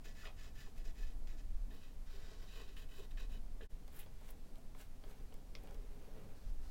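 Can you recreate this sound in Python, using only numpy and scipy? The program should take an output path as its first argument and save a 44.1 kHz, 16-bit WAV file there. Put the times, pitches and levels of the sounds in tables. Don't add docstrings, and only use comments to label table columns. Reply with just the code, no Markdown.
import sys
import numpy as np
from scipy import signal
from scipy.fft import rfft, irfft
from scipy.io import wavfile
from scipy.ndimage import uniform_filter1d

SR = 44100
rng = np.random.default_rng(int(sys.argv[2]) if len(sys.argv) > 2 else 0)


def pcm_store(signal):
    levels = np.round(np.clip(np.atleast_2d(signal), -1, 1) * 32767)
    wavfile.write(sys.argv[1], SR, levels.astype(np.int16).T)


N = 295812
TIME = np.arange(N) / SR


def undb(db):
    return 10 ** (np.asarray(db) / 20)


def unit(x):
    return x / np.sqrt(np.mean(x ** 2))


def decay(t, t60):
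    return np.exp(-np.log(1000) * t / t60)


def colour(x, curve):
    hz, db = np.transpose(curve)
    f = np.maximum(np.fft.rfftfreq(len(x), 1 / SR), 1)
    return irfft(rfft(x) * undb(np.interp(np.log(f), np.log(hz), db)), len(x))


def resonate(x, hz, width):
    return signal.lfilter(*signal.iirpeak(hz, hz / width, fs=SR), x)


def band(x, lo_hz, hi_hz):
    sos = signal.butter(2, [lo_hz, min(hi_hz, .45 * SR)], "band", fs=SR, output="sos")
    return signal.sosfilt(sos, x)


def wander(rate):
    hold = int(SR / rate)
    steps = np.repeat(rng.standard_normal(N // hold + 1), hold)
    return unit(uniform_filter1d(steps, hold)[:N])


def gesture(rows, swell_db, fade_db, trim_column=None, ease_s=0.006):
    gain = np.zeros(N)
    for row in rows:
        start, rise, fall, db = row[:4]
        peak, end = start + rise, start + rise + fall
        arch_db = np.interp(TIME, [start, peak, end], [-swell_db, 0, -fade_db])
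        trim_db = row[trim_column] if trim_column else 0
        gate = np.clip(np.minimum(TIME - start, end - TIME) / ease_s, 0, 1)
        gain = np.hypot(gain, gate * undb(db + arch_db + trim_db))
    return gain


def slips(rate, spread_db, patchy_db):
    happens = rng.random(N) < rate / SR
    size = undb(spread_db * np.minimum(rng.exponential(size=N), 4))
    polarity = rng.choice([-1, 1], N)
    return unit(happens * size * polarity * undb(patchy_db * wander(130)))


# f/Hz, level/dB
RUMBLE_EQ = [(5, 0.5), (12, 8.5), (22, 4), (33, 0.5), (45, -12.5), (62, -15.5), (85, -41), (160, -49),
             (500, -110)]
# start t/s, rise t/s, fall t/s, level/dB
RUMBLE_SWELLS = [(0.78, 0.43, 0.29, -38), (1.47, 0.097, 0.15, -35.5), (1.96, 0.053, 0.35, -43),
                 (2.5, 0.38, 0.14, -48.5), (3.02, .33, .4, -40.5), (5.72, 0.062, 0.17, -45),
                 (6.46, 0.09, 0.14, -36)]


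def rumble(floor_db=-47):
    noise = unit(colour(rng.standard_normal(N), RUMBLE_EQ))
    levelled = noise / np.sqrt(uniform_filter1d(noise ** 2, size=8000))
    return levelled * np.hypot(undb(floor_db), gesture(RUMBLE_SWELLS, swell_db=3.5, fade_db=8.5))


# f/Hz, level/dB
HISS_EQ = [(35, -64.5), (60, -7.5), (107, -16), (124, -15.5), (160, -20.3), (273, -20.7), (353, -30.5),
           (430, -27.3), (563, -31), (690, -30.3), (850, -34), (1220, -38.5), (1850, -40.5), (3310, -43.6),
           (4490, -43.6), (15800, -49.8)]


def hiss(level_db=-61.2):
    air = undb(level_db) * unit(colour(rng.standard_normal(N), HISS_EQ))
    waver = band(air, 130, 1200) * (undb(1.6 * wander(9)) - 1)
    return air + waver


# f/Hz, level/dB
GRAIN_EQ = [(150, -24), (350, -11), (1000, -11), (2200, -26), (6000, -23), (8000, -19), (10000, -11),
            (12300, -7), (16000, -6)]
# from t/s, place (0 mid length, 1 near the end, 2 between them)
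CONTACT_PLACES = [(0, 0), (1.6, 1), (1.95, 2), (2.47, 1)]
# f/Hz, width f/Hz, then level/dB at places 0, 1 and 2
WOOD_MODES = [(436, 88, 2, 3.5, 3), (693, 47, 8, -3, 5), (1110, 78, 4.5, 8, 7), (1290, 120, -1, -1, 2),
              (1440, 99, -1, -10, -4), (1557, 106, -1.5, 6.5, 7.5), (1746, 42, 13, 7.5, 6),
              (1850, 90, -4, 2, -4), (1942, 50, 4, 2.5, 5), (2160, 45, 4, -12, -2), (2340, 110, -3, -16, 1),
              (2550, 80, 6.5, 7.5, -3), (2690, 130, -5, 3, -3), (2990, 130, 0.5, 6.5, -1),
              (3130, 100, -5, -3, -3), (3420, 130, 0.5, -1, -2), (3680, 130, -9, 1, 0),
              (3830, 120, 0, 5, -1), (4200, 330, -4, -11, -4), (4640, 160, -13, -2, -4),
              (4880, 170, 0.5, -7, -4), (5290, 600, -7, -10.5, -8), (5830, 380, -6, -10, -15),
              (6300, 150, -6, -25, -14), (6860, 330, 0, 0.5, -4)]


def blank(drive):
    starts, places = np.transpose(CONTACT_PLACES)
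    place = places[np.searchsorted(starts, TIME, side="right") - 1].astype(int)
    wood = undb(-4) * colour(drive, GRAIN_EQ)
    for hz, width, *place_db in WOOD_MODES:
        wood += resonate(drive * undb(place_db)[place], hz, width)
    return wood


# start t/s, rise t/s, fall t/s, relative level/dB, treble trim/dB, body trim/dB
NOZZLE_STROKES = [ (0.038, 0.02, 0.073, -63, -3, -4), (0.145, 0.08, 0.056, -63, -3, -8),
                  (0.228, 0.036, 0.033, -64.5, -1.5, 0), (0.362, 0.081, 0.062, -64, -4.5, -7),
                  (0.548, 0.052, 0.1, -64.5, -2, -23), (0.756, 0.03, 0.039, -67, -1, -2.5),
                  (0.838, 0.026, 0.052, -64.5, -3, -4.5), (0.945, 0.061, 0.13, -67, -2.5, -4.5),
                  (1.266, 0.028, 0.059, -69, -3, -12), (1.368, 0.029, 0.021, -70.5, -13, -2),
                  (1.698, 0.053, 0.065, -71.5, 0, 1), (1.795, 0.04, 0.089, -73.5, -3, -16),
                  (2.06, .09, .22, -66.5, -4, -3), (2.2, .12, .13, -68.5, -12, -1),
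                  (2.39, .03, .12, -67, -3.5, -3), (2.48, .098, .097, -64, -2.5, 0),
                  (2.665, .03, .06, -70, -4.5, 0), (2.76, 0.014, 0.079, -64.5, 1.5, -5),
                  (2.885, 0.11, 0.068, -65.5, 0, 0.5), (3.102, 0.01, 0.012, -69, -1, -12),
                  (3.168, 0.032, 0.063, -63, -3, -4), (3.29, 0.046, 0.048, -67.5, -0.5, -3),
                  (3.604, 0.032, 0.025, -73, -3, 0), ]


def nozzle():
    friction = slips(rate=4600, spread_db=2, patchy_db=-1.5)
    wood = blank(friction)
    rubbed = blank(friction * gesture(NOZZLE_STROKES, swell_db=7, fade_db=9.5))
    ring = band(rubbed, 1300, 8100) / np.std(band(wood, 1500, 3280))
    pressing = gesture(NOZZLE_STROKES, swell_db=24, fade_db=11.5, trim_column=5)
    gliding = gesture(NOZZLE_STROKES, swell_db=8, fade_db=13, trim_column=4)
    body = unit(band(wood, 227, 740)) * pressing
    treble = unit(band(wood, 6300, 19000)) * gliding
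    return undb(3) * body + undb(1.5) * ring + undb(0.5) * treble


# t/s, level/dB, t60/s, low edge f/Hz, high edge f/Hz
EDGE_CATCHES = [(0.231, -56.5, 0.13, 1210, 1450), (0.25, -49, .15, 1300, 3300),
                (0.254, -51.5, 0.2, 500, 1390), (0.666, -60.5, 0.1, 250, 800),
                (0.848, -64, 0.087, 4500, 7500), (1.27, -59, 0.056, 1500, 6000),
                (1.331, -62, 0.082, 193, 314), (1.704, -63.5, 0.092, 1640, 1860),
                (1.706, -67, .06, 2900, 3900), (2.594, -60, 0.13, 300, 1300),
                (2.765, -54, 0.09, 1500, 3400), (2.982, -57, 0.17, 330, 495),
                (3.173, -54.5, 0.07, 1400, 3000), (3.202, -65, 0.019, 2500, 7000),
                (3.605, -52, 0.098, 342, 520), (3.607, -55.5, 0.052, 1400, 1780),
                (3.612, -56.5, .025, 2400, 3870), (3.627, -61, .04, 2520, 3100),
                (3.641, -69, .09, 1500, 2000), (3.994, -58.5, 0.15, 2000, 3500),
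                (4.57, -64.5, 0.17, 655, 740)]


def catches(attack_share=0.04):
    out = np.zeros(N)
    t = np.arange(SR // 4) / SR
    grit = slips(rate=1800, spread_db=3, patchy_db=2)
    gritty_wood = blank(grit) + undb(-1) * grit
    for at, db, t60, lo_hz, hi_hz in EDGE_CATCHES:
        span = slice(int(at * SR), int(at * SR) + len(t))
        attack = np.minimum(t / (attack_share * t60), 1)
        envelope = attack * decay(t, t60)
        judder = band(gritty_wood[span], lo_hz, hi_hz) * envelope
        out[span] += undb(db) * unit(judder) * np.sqrt(np.mean(envelope ** 2))
    return out


# f/Hz, level/dB
MUFFLED_EQ = [(50, -17), (130, 11), (250, 3), (450, 8), (720, -5), (1000, -6.5), (1500, -10), (2600, -13),
              (3500, -18), (8000, -28), (16000, -22)]
# start t/s, rise t/s, fall t/s, relative level/dB
MUFFLED_SWELLS = [(3.7, 0.4, 0.57, -73.5), (5.03, 0.06, 0.3, -65.5), (5.53, 0.16, 0.23, -63),
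                  (5.9, 0.26, 0.23, -62), (6.42, 0.23, 0.24, -72.5)]


def room_swell_and_clothes():
    texture = unit(colour(slips(rate=3500, spread_db=2.5, patchy_db=1.3), MUFFLED_EQ))
    return undb(0.5) * texture * gesture(MUFFLED_SWELLS, swell_db=4.5, fade_db=7.5)


# f/Hz, level/dB, t60/s
BOTTLE_MODES = [(1090, 0.5, 0.013), (2186, 1, 0.037), (2900, 1.5, 0.0097), (3110, -3, 0.025),
                (3360, 0.5, 0.022), (3520, -7, 0.021), (3900, -5, 0.01), (4440, -6, 0.012), (4690, -5, .02),
                (5340, -7, 0.012), (6000, -10, 0.009)]
# t/s, crack and ring level/dB, knock level/dB, tick level/dB, crack centre f/Hz
BOTTLE_CLICKS = [(3.879, -61, -63, -54.5, 3520), (4.062, -62, -60, -67, 1900),
                 (4.212, -72, -63.5, -64, 2700), (4.289, -66, -64, -58, 2400), (4.304, -72, -69, -53, 2700),
                 (4.557, -65, -75, -61, 3000), (4.584, -82, -81, -60, 3000),
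                 (4.749, -61.5, -58.5, -72, 1700), (5.038, -57, -60, -72, 2580),
                 (5.324, -60, -63, -74, 2170), (5.341, -59, -72, -53, 6000), (5.552, -44.5, -59, -60, 3500),
                 (5.637, -69, -64, -57, 2700), (5.673, -59, -63, -60, 2500), (5.685, -62, -61, -74, 2000),
                 (5.709, -61.5, -58.5, -65, 5200), (5.745, -63, -67, -60, 4000)]


def clicks(crack_t60=0.01, knock_t60=0.078, tick_t60=0.0061, crack_span=1.72):
    t = np.arange(SR // 5) / SR
    out = np.zeros(N + len(t))
    for at, ring_db, knock_db, tick_db, crack_hz in BOTTLE_CLICKS:
        scatter, crack_noise, knock_noise, tick_noise = rng.standard_normal((4, len(t)))
        wall = sum(undb(db + jitter) * np.sin(2 * np.pi * hz * t + np.pi * jitter) * decay(t, t60)
                   for (hz, db, t60), jitter in zip(BOTTLE_MODES, scatter))
        edges = crack_hz / crack_span, crack_hz * crack_span
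        crack = unit(band(band(crack_noise, *edges), *edges)) * decay(t, crack_t60)
        ring = crack + undb(-8.5) * wall
        knock = unit(resonate(band(knock_noise, 200, 1500), hz=450, width=450)) * decay(t, knock_t60)
        tick = unit(band(tick_noise, 7100, 17000)) * decay(t, tick_t60)
        start = int(at * SR)
        out[start:start + len(t)] += undb(ring_db) * ring + undb(knock_db) * knock + undb(tick_db) * tick
    return out[:N]


# f/Hz, level/dB
DRAG_EQ = [(60, -18), (200, -13), (500, 2.5), (1000, -4.5), (1500, -0.5), (2400, -3.5), (3500, -3.5),
           (5000, -12), (8000, -7.5), (11000, -16)]
# f/Hz, level/dB
FIZZ_EQ = [(3000, -35), (7500, -18), (9200, -15), (9800, -5), (12300, -4), (16000, -6)]
# start t/s, rise t/s, fall t/s, relative level/dB, fizz trim/dB
GLUE_SMEARS = [(3.885, 0.079, 0.09, -67.5, -1), (3.968, .028, 0.062, -64.5, 6),
               (4.18, 0.11, 0.078, -68, -9), (4.29, 0.015, .03, -75, 9), (4.74, 0.071, 0.073, -65, -6),
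               (5.04, 0.072, 0.056, -69.5, -8)]


def smears():
    drag = unit(colour(slips(rate=6000, spread_db=2.5, patchy_db=1.2), DRAG_EQ))
    drag *= gesture(GLUE_SMEARS, swell_db=17.5, fade_db=26)
    fizz = unit(colour(slips(rate=4000, spread_db=3, patchy_db=2), FIZZ_EQ))
    fizz *= gesture(GLUE_SMEARS, swell_db=27, fade_db=30, trim_column=4)
    return undb(3.5) * drag + undb(7) * fizz


# f/Hz, level/dB
WIPE_EQ = [(1000, 2), (3000, -7), (4700, -1.5), (6000, -4), (7200, -10), (9000, -11), (15000, -15)]
# start t/s, rise t/s, fall t/s, level/dB
FINGER_WIPES = [(6.35, 0.102, 0.058, -72.5), (6.61, 0.092, .06, -68.5)]


def fingertip():
    swish = unit(colour(slips(rate=7000, spread_db=2.5, patchy_db=1.2), WIPE_EQ))
    return swish * gesture(FINGER_WIPES, swell_db=3, fade_db=0)


def workshop(x, t60=0.12, wet_db=-11, predelay_s=0.004):
    t = np.arange(SR // 3) / SR
    tail = band(rng.standard_normal(len(t)), 110, 6300) * decay(t, t60) * (t > predelay_s)
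    return x + undb(wet_db) * signal.fftconvolve(x, tail / np.linalg.norm(tail))[:N]


def scene():
    foreground = nozzle() + catches() + smears() + clicks() + room_swell_and_clothes() + fingertip()
    return (workshop(foreground) + rumble() + hiss())[None]


def record(dry):
    dip_at_s, dip_width_s, dip_db = 3.683, 0.014, -25.5
    dip = undb(dip_db * np.exp(-((TIME - dip_at_s) / dip_width_s) ** 2))
    lowpass = signal.ellip(10, .2, 70, 15900, fs=SR, output="sos")
    return signal.sosfilt(lowpass, dry * dip)


dry = scene()
out = record(dry)
pcm_store(out)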